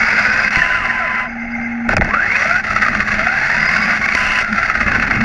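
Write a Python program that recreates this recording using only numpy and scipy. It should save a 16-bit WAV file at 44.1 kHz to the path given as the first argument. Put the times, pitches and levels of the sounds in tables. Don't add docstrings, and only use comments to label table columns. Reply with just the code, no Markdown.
import sys
import numpy as np
from scipy import signal
from scipy.io import wavfile
from scipy.ndimage import uniform_filter1d, minimum_filter1d

SR = 44100
rng = np.random.default_rng(int(sys.argv[2]) if len(sys.argv) > 2 else 0)


def wrap_up_sound(samples):
    columns = np.atleast_2d(samples).T
    tamed = np.clip(columns, -1, 1)
    steps = np.round(tamed * 32767).astype(np.int16)
    wavfile.write(sys.argv[1], SR, steps)


def rack_gain(trim_db):
    fader = np.asarray(trim_db, float)
    return 10 ** (fader / 20)


N = 231260
T = np.arange(N) / SR

# t/s, chassis shaking level/dB, tyre grit (0-1)
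RIDE = [(0, -10.5, 0.75), (.48, -11.5, 0.83), (.62, -12, 0.82), (.8, -15, 0.57), (1.22, -15.5, 0.1),
        (1.3, -27, 0), (1.885, -26, 0.05), (1.895, -14.5, 0.8), (1.94, -8, 0.3), (2.03, -16.5, 0.3),
        (2.12, -17, 0.34), (2.42, -13, .9), (2.65, -14.5, 0.83), (3.3, -13.5, 0.77), (3.8, -11, 0.8),
        (4.4, -11, 0.91), (4.48, -14, 0.85), (5.24, -13, 0.4)]
# t/s, switching tone level/dB, judder hiss level/dB
BRAKES = [
    [(0.54, -53, -18), (0.55, -27, -23), (0.854, -29, -31.5), (1.134, -26.5, -38.5), (1.23, -27.5, -33),
     (1.28, -30, -55)],
    [(4.15, -23, -26), (4.236, -30, -24), (4.412, -28.5, -22.5), (4.43, -41, -24)],
]


def evened(x):
    return x / np.sqrt(np.mean(x ** 2) + 1e-20)


def columns(rows, t):
    s, *cols = np.transpose(rows)
    return [np.interp(t, s, c) for c in cols]


def add(mix, s, sound):
    part = mix[round(s * SR):][:len(sound)]
    part += sound[:len(part)]


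def span(rows, fade_s=0.024):
    t = np.arange(rows[0][0], rows[-1][0], 1 / SR)
    to_nearest_end = np.minimum(t - t[0], t[-1] - t)
    return t, np.clip(to_nearest_end / fade_s, 0, 1)


def swells(rows):
    return sum(db * np.exp(-((T - s) / length) ** 2) for s, db, length in rows)


def drift(hz, size=N):
    noise = rng.standard_normal(size + 4000)
    smooth = signal.lfilter(*signal.butter(2, hz, fs=SR), noise)
    return evened(smooth[4000:])


def resonate(x, hz, width):
    turn = np.exp(2j * np.pi * np.cumsum(hz * np.ones(len(x))) / SR)
    r = np.exp(-np.pi * width / SR)
    return 2 * (turn * signal.lfilter([1 - r], [1, -r], x / turn)).real


def causal(points, peaks=()):
    hz = abs(np.fft.fftfreq(8192, 1 / SR))
    f, db = np.transpose(points)
    db = np.interp(np.log(hz + 1), np.log(f + 1), db)
    db = db + sum(d / (1 + (2 * (hz - p) / w) ** 2) for p, w, d in peaks)
    log_level = np.log(rack_gain(np.maximum(db, -130)))
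    spectrum = np.exp(np.conj(signal.hilbert(log_level)))
    taps = np.fft.ifft(spectrum).real[:4096] * np.hanning(8192)[4096:]
    return taps / np.linalg.norm(taps)


def whine(hz, db, fuzz=0.32, width=45):
    phase = 2 * np.pi * np.cumsum(hz * np.ones(len(db))) / SR + 6 * rng.random()
    line = np.sqrt(2) * np.sin(phase)
    halo = rng.standard_normal(len(db))
    for _ in range(3):
        halo = resonate(halo, hz, width)
    return rack_gain(db) * ((1 - fuzz) * line + fuzz * evened(halo))


def rumble():
    # f/Hz, level per Hz/dB
    rumble_colour = [(15, -16.5), (23, 7), (33, -7.5), (50, -6), (100, -8.5), (160, -10), (300, -16),
                     (500, -26.5), (1000, -67), (4000, -120)]
    # t/s, swell/dB, length/s
    bumps = [
        (.57, 12.5, 0.02),
        (1.6, 1, 0.061),
        (1.97, 20.5, 0.091),
        (2.98, 6, 0.18),
        (3.2, 4, 0.074),
        (4.29, 5, 0.016),
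        (4.95, 11, 0.18),
        (5.22, 11, 0.15),
    ]
    grit = columns(RIDE, T)[1]
    level_db = -32 + 6.5 * (grit - 0.95) + swells(bumps)
    lumps = rng.standard_normal(N) * rack_gain(2.9 * drift(42))
    return rack_gain(level_db) * evened(signal.oaconvolve(lumps, causal(rumble_colour))[:N])


def hum():
    # t/s, level/dB
    fan_levels = [
        (.7, -47),
        (.9, -36.5),
        (1.22, -35.5),
        (1.31, -28),
        (1.87, -20),
        (1.91, -21),
        (1.93, -70),
    ]
    # t/s, swell/dB, length/s
    surges = [(.2, 5.5, 0.27), (.5, 5.5, 0.057), (2.05, 16.5, .03), (2.13, 13, 0.042), (2.45, 1, .1),
              (2.8, 8, 0.14), (2.97, 10, 0.076), (3.2, 7.5, 0.086), (3.87, 12, 0.22), (4.53, 13.5, 0.032),
              (4.95, 13, 0.24), (5.23, 17, 0.048)]
    fan_hz = 234.5 * (1 + 0.0026 * drift(8.0))
    fan = whine(fan_hz, columns(fan_levels, T)[0], fuzz=0.07, width=8.7)
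    grit = columns(RIDE, T)[1]
    tray_db = -36.5 + 6.5 * (grit - .7) + swells(surges) + 0.66 * drift(8.1)
    tray_hz = 215 * (1 + 0.0151 * drift(1.907))
    return fan + whine(tray_hz, tray_db, fuzz=0.8, width=52.6)


def creep():
    # f/Hz, width/Hz, level/dB
    bands = [(806, 290, -51), (1565, 190, -37), (2102, 180, -32.5), (2624, 230, -49.5), (4870, 420, -58.5),
             (6140, 900, -62)]
    rock_hz, rock_db, fade_db = 8.6, 4, 1
    out = np.zeros(N)
    t, window = span([[1.26], [1.7]])
    db = rock_db * np.cos(2 * np.pi * rock_hz * (t - 1.42)) + fade_db * (t - t[0]) / (t[-1] - t[0])
    for f, width, band_db in bands:
        level_db = db + band_db + 3.3 * drift(25, len(t))
        add(out, t[0], window * whine(f, level_db, fuzz=0.83, width=width))
    return out


def motor():
    # t/s, f/Hz, level/dB
    shaft = [
        (3.35, 126.7, -38.5),
        (3.6, 155.6, -32.5),
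        (3.9, 182.5, -30),
        (4, 182, -52),
    ]
    # start/s, end/s, f/Hz, width/Hz, level/dB
    howls = [
        (0, 0.508, 4910, 500, -38),
        (2.344, 2.465, 5740, 352, -38),
        (3.486, 3.95, 4910, 346, -36.5),
    ]
    # multiple of its pitch, level/dB
    switch_orders = [(1, 1.5), (2, 1.5), (3, -20.5), (4, -31.5), (5, -28)]
    # f/Hz, width/Hz, level/dB
    judder = [(2708, 420, 6), (5440, 1800, -18.5), (7970, 300, -27), (10500, 2000, -47.5)]
    switch_hz = 1016.3
    out = np.zeros(N)
    t, window = span(shaft)
    add(out, t[0], window * whine(*columns(shaft, t), fuzz=0.26, width=29))
    for start, end, hz, width, db in howls:
        t, window = span([[start], [end]], fade_s=0.047)
        add(out, start, window * whine(hz, db + 3.7 * drift(60, len(t)), fuzz=1, width=width))
    for rows in BRAKES:
        t, window = span(rows, fade_s=0.012)
        tone_db, hiss_db = columns(rows, t)
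        tone = sum(whine(k * switch_hz, tone_db + db, fuzz=0.22, width=42) for k, db in switch_orders)
        judder_db = hiss_db - 8 + 2.5 * drift(120, len(t))
        hiss = sum(whine(f, judder_db + db, fuzz=0.9, width=w) for f, w, db in judder)
        add(out, t[0], window * (tone + hiss))
    return out


def gears():
    # start/s, end/s, first f/Hz, last f/Hz, bow of the glide/Hz
    stretches = [(0, 0.526, 446.4, 530, 18.5), (2.22, 2.621, 330, 797.7, 110),
                 (2.651, 3.144, 658.5, 549, 49.5), (3.14, 3.969, 575.7, 1197, 271),
                 (3.999, 4.16, 1098, 1135, 15), (4.432, 4.828, 700, 623, 29),
                 (4.79, 5.202, 638, 390, -60.5), (0.548, 1.087, 417, 115.8, -70),
                 (.84, 1.295, 215, 66.3, -65.5), (2.079, 2.442, 172, 616.5, -52),
                 (2.019, 2.248, 104.8, 362.3, 3)]
    multiples = [(1, 2, 3, 4.9), (1, 2, 3.3), (1, 2, 3), (1, 2, 4.9), (1, 2), (1, 2, 3), (1, 2, 3),
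                 (2, 4.9), (9.8, 14.7), (4.9,), (1, 2)]
    order_db = [(-3, -0.5, -5, -1), (1, 0, -7.5), (-8.5, -0.5, -7.5), (-0.4, -4, 6), (-2.5, -0.5),
                (-8, -3.1, -14), (-6.5, -3, -11.5), (-10, -1), (-3.2, -8.5), (2,), (8.5, 1)]
    tilts = [-0.5, -0.5, 0, -1.5, -0.5, -1.5, -5.5, 4, 1, -5, -10.5]
    load_db = -17
    out = np.zeros(N)
    for stretch, ks, dbs, tilt_db in zip(stretches, multiples, order_db, tilts):
        start, end, first_hz, last_hz, bow = stretch
        t, window = span([[start], [end]])
        u = (t - start) / (end - start)
        hz = first_hz + (last_hz - first_hz) * u + bow * u * (1 - u)
        for k, db in zip(ks, dbs):
            flutter_db = 1.3 * drift(45, len(t)) - np.maximum(k * hz - 2200, 0) / 90
            level_db = load_db + db + tilt_db * (2 * u - 1) + flutter_db
            fuzz = np.clip(.27 + k * hz / 3600, 0, 1)
            tone = whine(k * hz, level_db, fuzz=fuzz, width=50 + 0.075 * k * hz.mean())
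            add(out, t[0], window * tone)
    return out


def jolts():
    # t/s, peak/dB, length/s
    slaps = [(2.6387, -5.5, 0.0052), (2.7053, -5, 0.0038), (2.7607, 0, 0.0043), (2.815, -1.5, 0.0098),
             (2.8825, 2, 0.0026), (2.928, -13, 0.0037), (2.9477, 0, 0.0036), (3.002, 1, 0.0046),
             (3.0756, -4, 0.0078), (3.113, -2, 0.0076), (3.1385, -2, 0.006), (3.188, -4, 0.0092),
             (4.0156, -7.5, 0.002), (4.088, 2, 0.002), (4.119, -11.5, 0.0043), (4.15, 8, 0.002),
             (4.5278, -2, 0.0021), (4.5716, -6, 0.013), (4.628, -1, 0.0041), (4.698, 2.5, 0.0028),
             (4.751, -1, 0.0039), (4.8086, -0.5, 0.0041), (4.861, -6, 0.006), (4.8734, -2.5, 0.011),
             (4.915, 0, 0.0056), (4.941, -1.5, 0.014), (4.9965, -0.5, 0.0031), (5.019, -0.5, 0.0088),
             (5.079, -1, 0.002), (5.1096, 5, 0.002)]
    # t/s, peak/dB, length/s
    hops = [(0.014, -12, 0.0053), (0.095, -19, 0.0014), (0.245, -3.5, 0.0085), (0.29, -5, 0.0029),
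            (0.4166, -8, 0.0018), (0.472, -5.5, 0.0092), (0.505, -4, 0.0047), (0.5247, -3, 0.0079),
            (0.588, -9, 0.0033), (0.617, -3, 0.004), (0.853, -8, 0.0082), (1.614, -17, 0.0025),
            (2.134, -1.5, 0.0083), (2.168, -15, 0.004), (2.318, -10.5, 0.0027), (2.352, -3.5, 0.0069),
            (2.42, -1.5, 0.004), (2.457, -3.5, 0.0019), (2.5117, -5, 0.0019), (2.595, -12.5, 0.0068),
            (2.8624, -3, 0.0032), (3.2683, 3.5, 0.0028), (3.3273, -17.5, 0.0013), (3.412, -6.5, 0.0031),
            (3.499, -5.5, 0.0031), (3.6875, -4, 0.004), (3.754, -13, 0.0013), (3.805, -7, 0.0021),
            (3.959, -13, 0.0017), (5.209, 2.5, 0.0036)]
    # t/s, depth/dB, length/s
    slack = [(.497, -17, 0.02), (1.957, -18, 0.013), (1.998, -19.5, 0.018), (2.626, -10, 0.031),
             (3.04, -8, .012), (4.003, -7.5, 0.02), (4.072, -3.5, 0.02), (4.108, -3.5, 0.0089),
             (4.137, -0.5, 0.0044), (4.46, -4, 0.018), (4.498, -4.5, 0.042), (4.728, -4, .013)]
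    floats = [(s - 0.017, -4, 0.0085) for s, _, _ in slaps]
    level_db = columns(RIDE, T)[0] + swells(slack + floats)
    swell = np.zeros(N)
    for s, db, length in slaps + hops:
        u = np.arange(0, 6, 1 / (max(length, .002) * SR))
        add(swell, s - .001, rack_gain(db - 8.5) * np.minimum(u / 0.89, 1) * np.exp(-.25 * u ** 2))
    return rack_gain(level_db - 5), swell


def shaking():
    steady, swell = jolts()
    grit = rng.standard_normal(N) * rack_gain(1.66 * drift(300) + 1.83 * drift(76))
    press = (steady + 1.23 * swell) / uniform_filter1d(steady + 1.02 * swell, size=6000)
    return grit * steady + rng.standard_normal(N) * swell + rack_gain(-12) * press * gears()


def chassis():
    # f/Hz, level per Hz/dB
    shell = [(170, -23.5), (440, -18.5), (690, -11.5), (940, -15), (1500, 1), (2150, -3), (2650, -9),
             (3050, -23), (4800, -21.5), (7000, -30.5), (7500, -42), (11800, -49.5), (12300, -71.5),
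             (13800, -62), (15200, -67.5), (16500, -110)]
    # f/Hz, width/Hz, height/dB
    panels = [(700, 310, 6), (1477, 465, 5), (2064, 340, 7), (2378, 69, -17), (2567, 410, 5.5),
              (3935, 100, -11), (4236, 72, 5.5), (4704, 194, 5), (5736, 160, 7), (6540, 50, -10),
              (9600, 300, 5.5)]
    # f/Hz, level per Hz/dB
    air_colour = [(200, -18), (320, -16.5), (470, -23.5), (650, -9), (830, -1.5), (1000, -39), (2150, -4),
                  (3000, -44.5), (4500, -55.5), (6300, -33), (7200, -58), (12000, -110)]
    # t/s, peak/dB, brightness/dB, thud/dB, knock/dB
    slams = [
        (0.5581, 30, -34, -14, -26),
        (1.8906, 13, -38, -55, -10),
        (1.929, -11.5, -28, -6, -10.5),
        (1.9367, -6, -22.5, -6, -33),
        (1.9673, 17, -22.5, -19, -10),
        (1.9814, -6, -26.5, -30, -40),
        (2.011, -1, -39.5, -1.5, -10),
        (2.02, -8, -29, -26, -22),
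        (2.0462, -7, -30, -18, -21),
        (2.0772, -16, -36, -11, -18.5),
    ]
    ring = causal(shell, panels)
    split, top = (signal.butter(4, hz, "high", fs=SR, output="sos") for hz in (3200, 7300))
    grit = columns(RIDE, T)[1]
    bright_db = -7 + 12.5 * grit
    fizz_db = -8 + 12 * grit
    for rows, db in zip(BRAKES, (1.5, 4.5)):
        held = 1. * (T > rows[0][0]) * (T < rows[-1][0])
        fizz_db += db * uniform_filter1d(held, size=400)
    flicker_db = 0.7 * drift(8.1)
    bright_db, fizz_db = bright_db + flicker_db, fizz_db + 1.5 * flicker_db

    body = signal.oaconvolve(shaking(), ring)[:N]
    upper, fizz = signal.sosfiltfilt(split, body), signal.sosfiltfilt(top, body)
    body += (rack_gain(bright_db) - 1) * (upper - fizz) + (rack_gain(fizz_db) - 1) * fizz
    gusts = rng.standard_normal(N) * rack_gain(2.5 * drift(20))
    body += rack_gain(-33.5) * signal.oaconvolve(gusts, causal(air_colour))[:N]

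    t = np.arange(0, .03, 1 / SR)
    size = len(t)
    for s, db, rel_db, thud_db, knock_db in slams:
        blow = rng.choice([-1., 1.], size) * np.exp(-t / 0.0014)
        crack = signal.oaconvolve(blow, ring)[:size]
        crack += rack_gain(rel_db + 14.5) * signal.sosfilt(split, crack)
        add(body, s, rack_gain(db) * crack)
        spit = signal.sosfilt(top, rng.standard_normal(size) * np.exp(-t / .001))
        add(body, s, rack_gain(db + rel_db - 21.5) * spit)
        add(body, s, rack_gain(thud_db - 11.0) * np.sin(2 * np.pi * 45 * t) * np.hanning(size))
        knock = whine(644, knock_db + 3.0 - 900 * t, fuzz=0.94, width=430)
        add(body, s, knock * np.minimum(t / 0.0057, 1) * np.hanning(2 * size)[size:])
    return body


def scene():
    return (rumble() + hum() + creep() + motor() + chassis())[None]


def low_pass(x):
    return signal.sosfilt(signal.butter(12, 15400, fs=SR, output="sos"), x)


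def record(dry):
    room = minimum_filter1d(np.minimum(.985 / (abs(dry) + 1e-9), 1), size=181)
    held = dry * uniform_filter1d(room, size=91)
    return low_pass(held)


dry = scene()
out = record(dry)
wrap_up_sound(out)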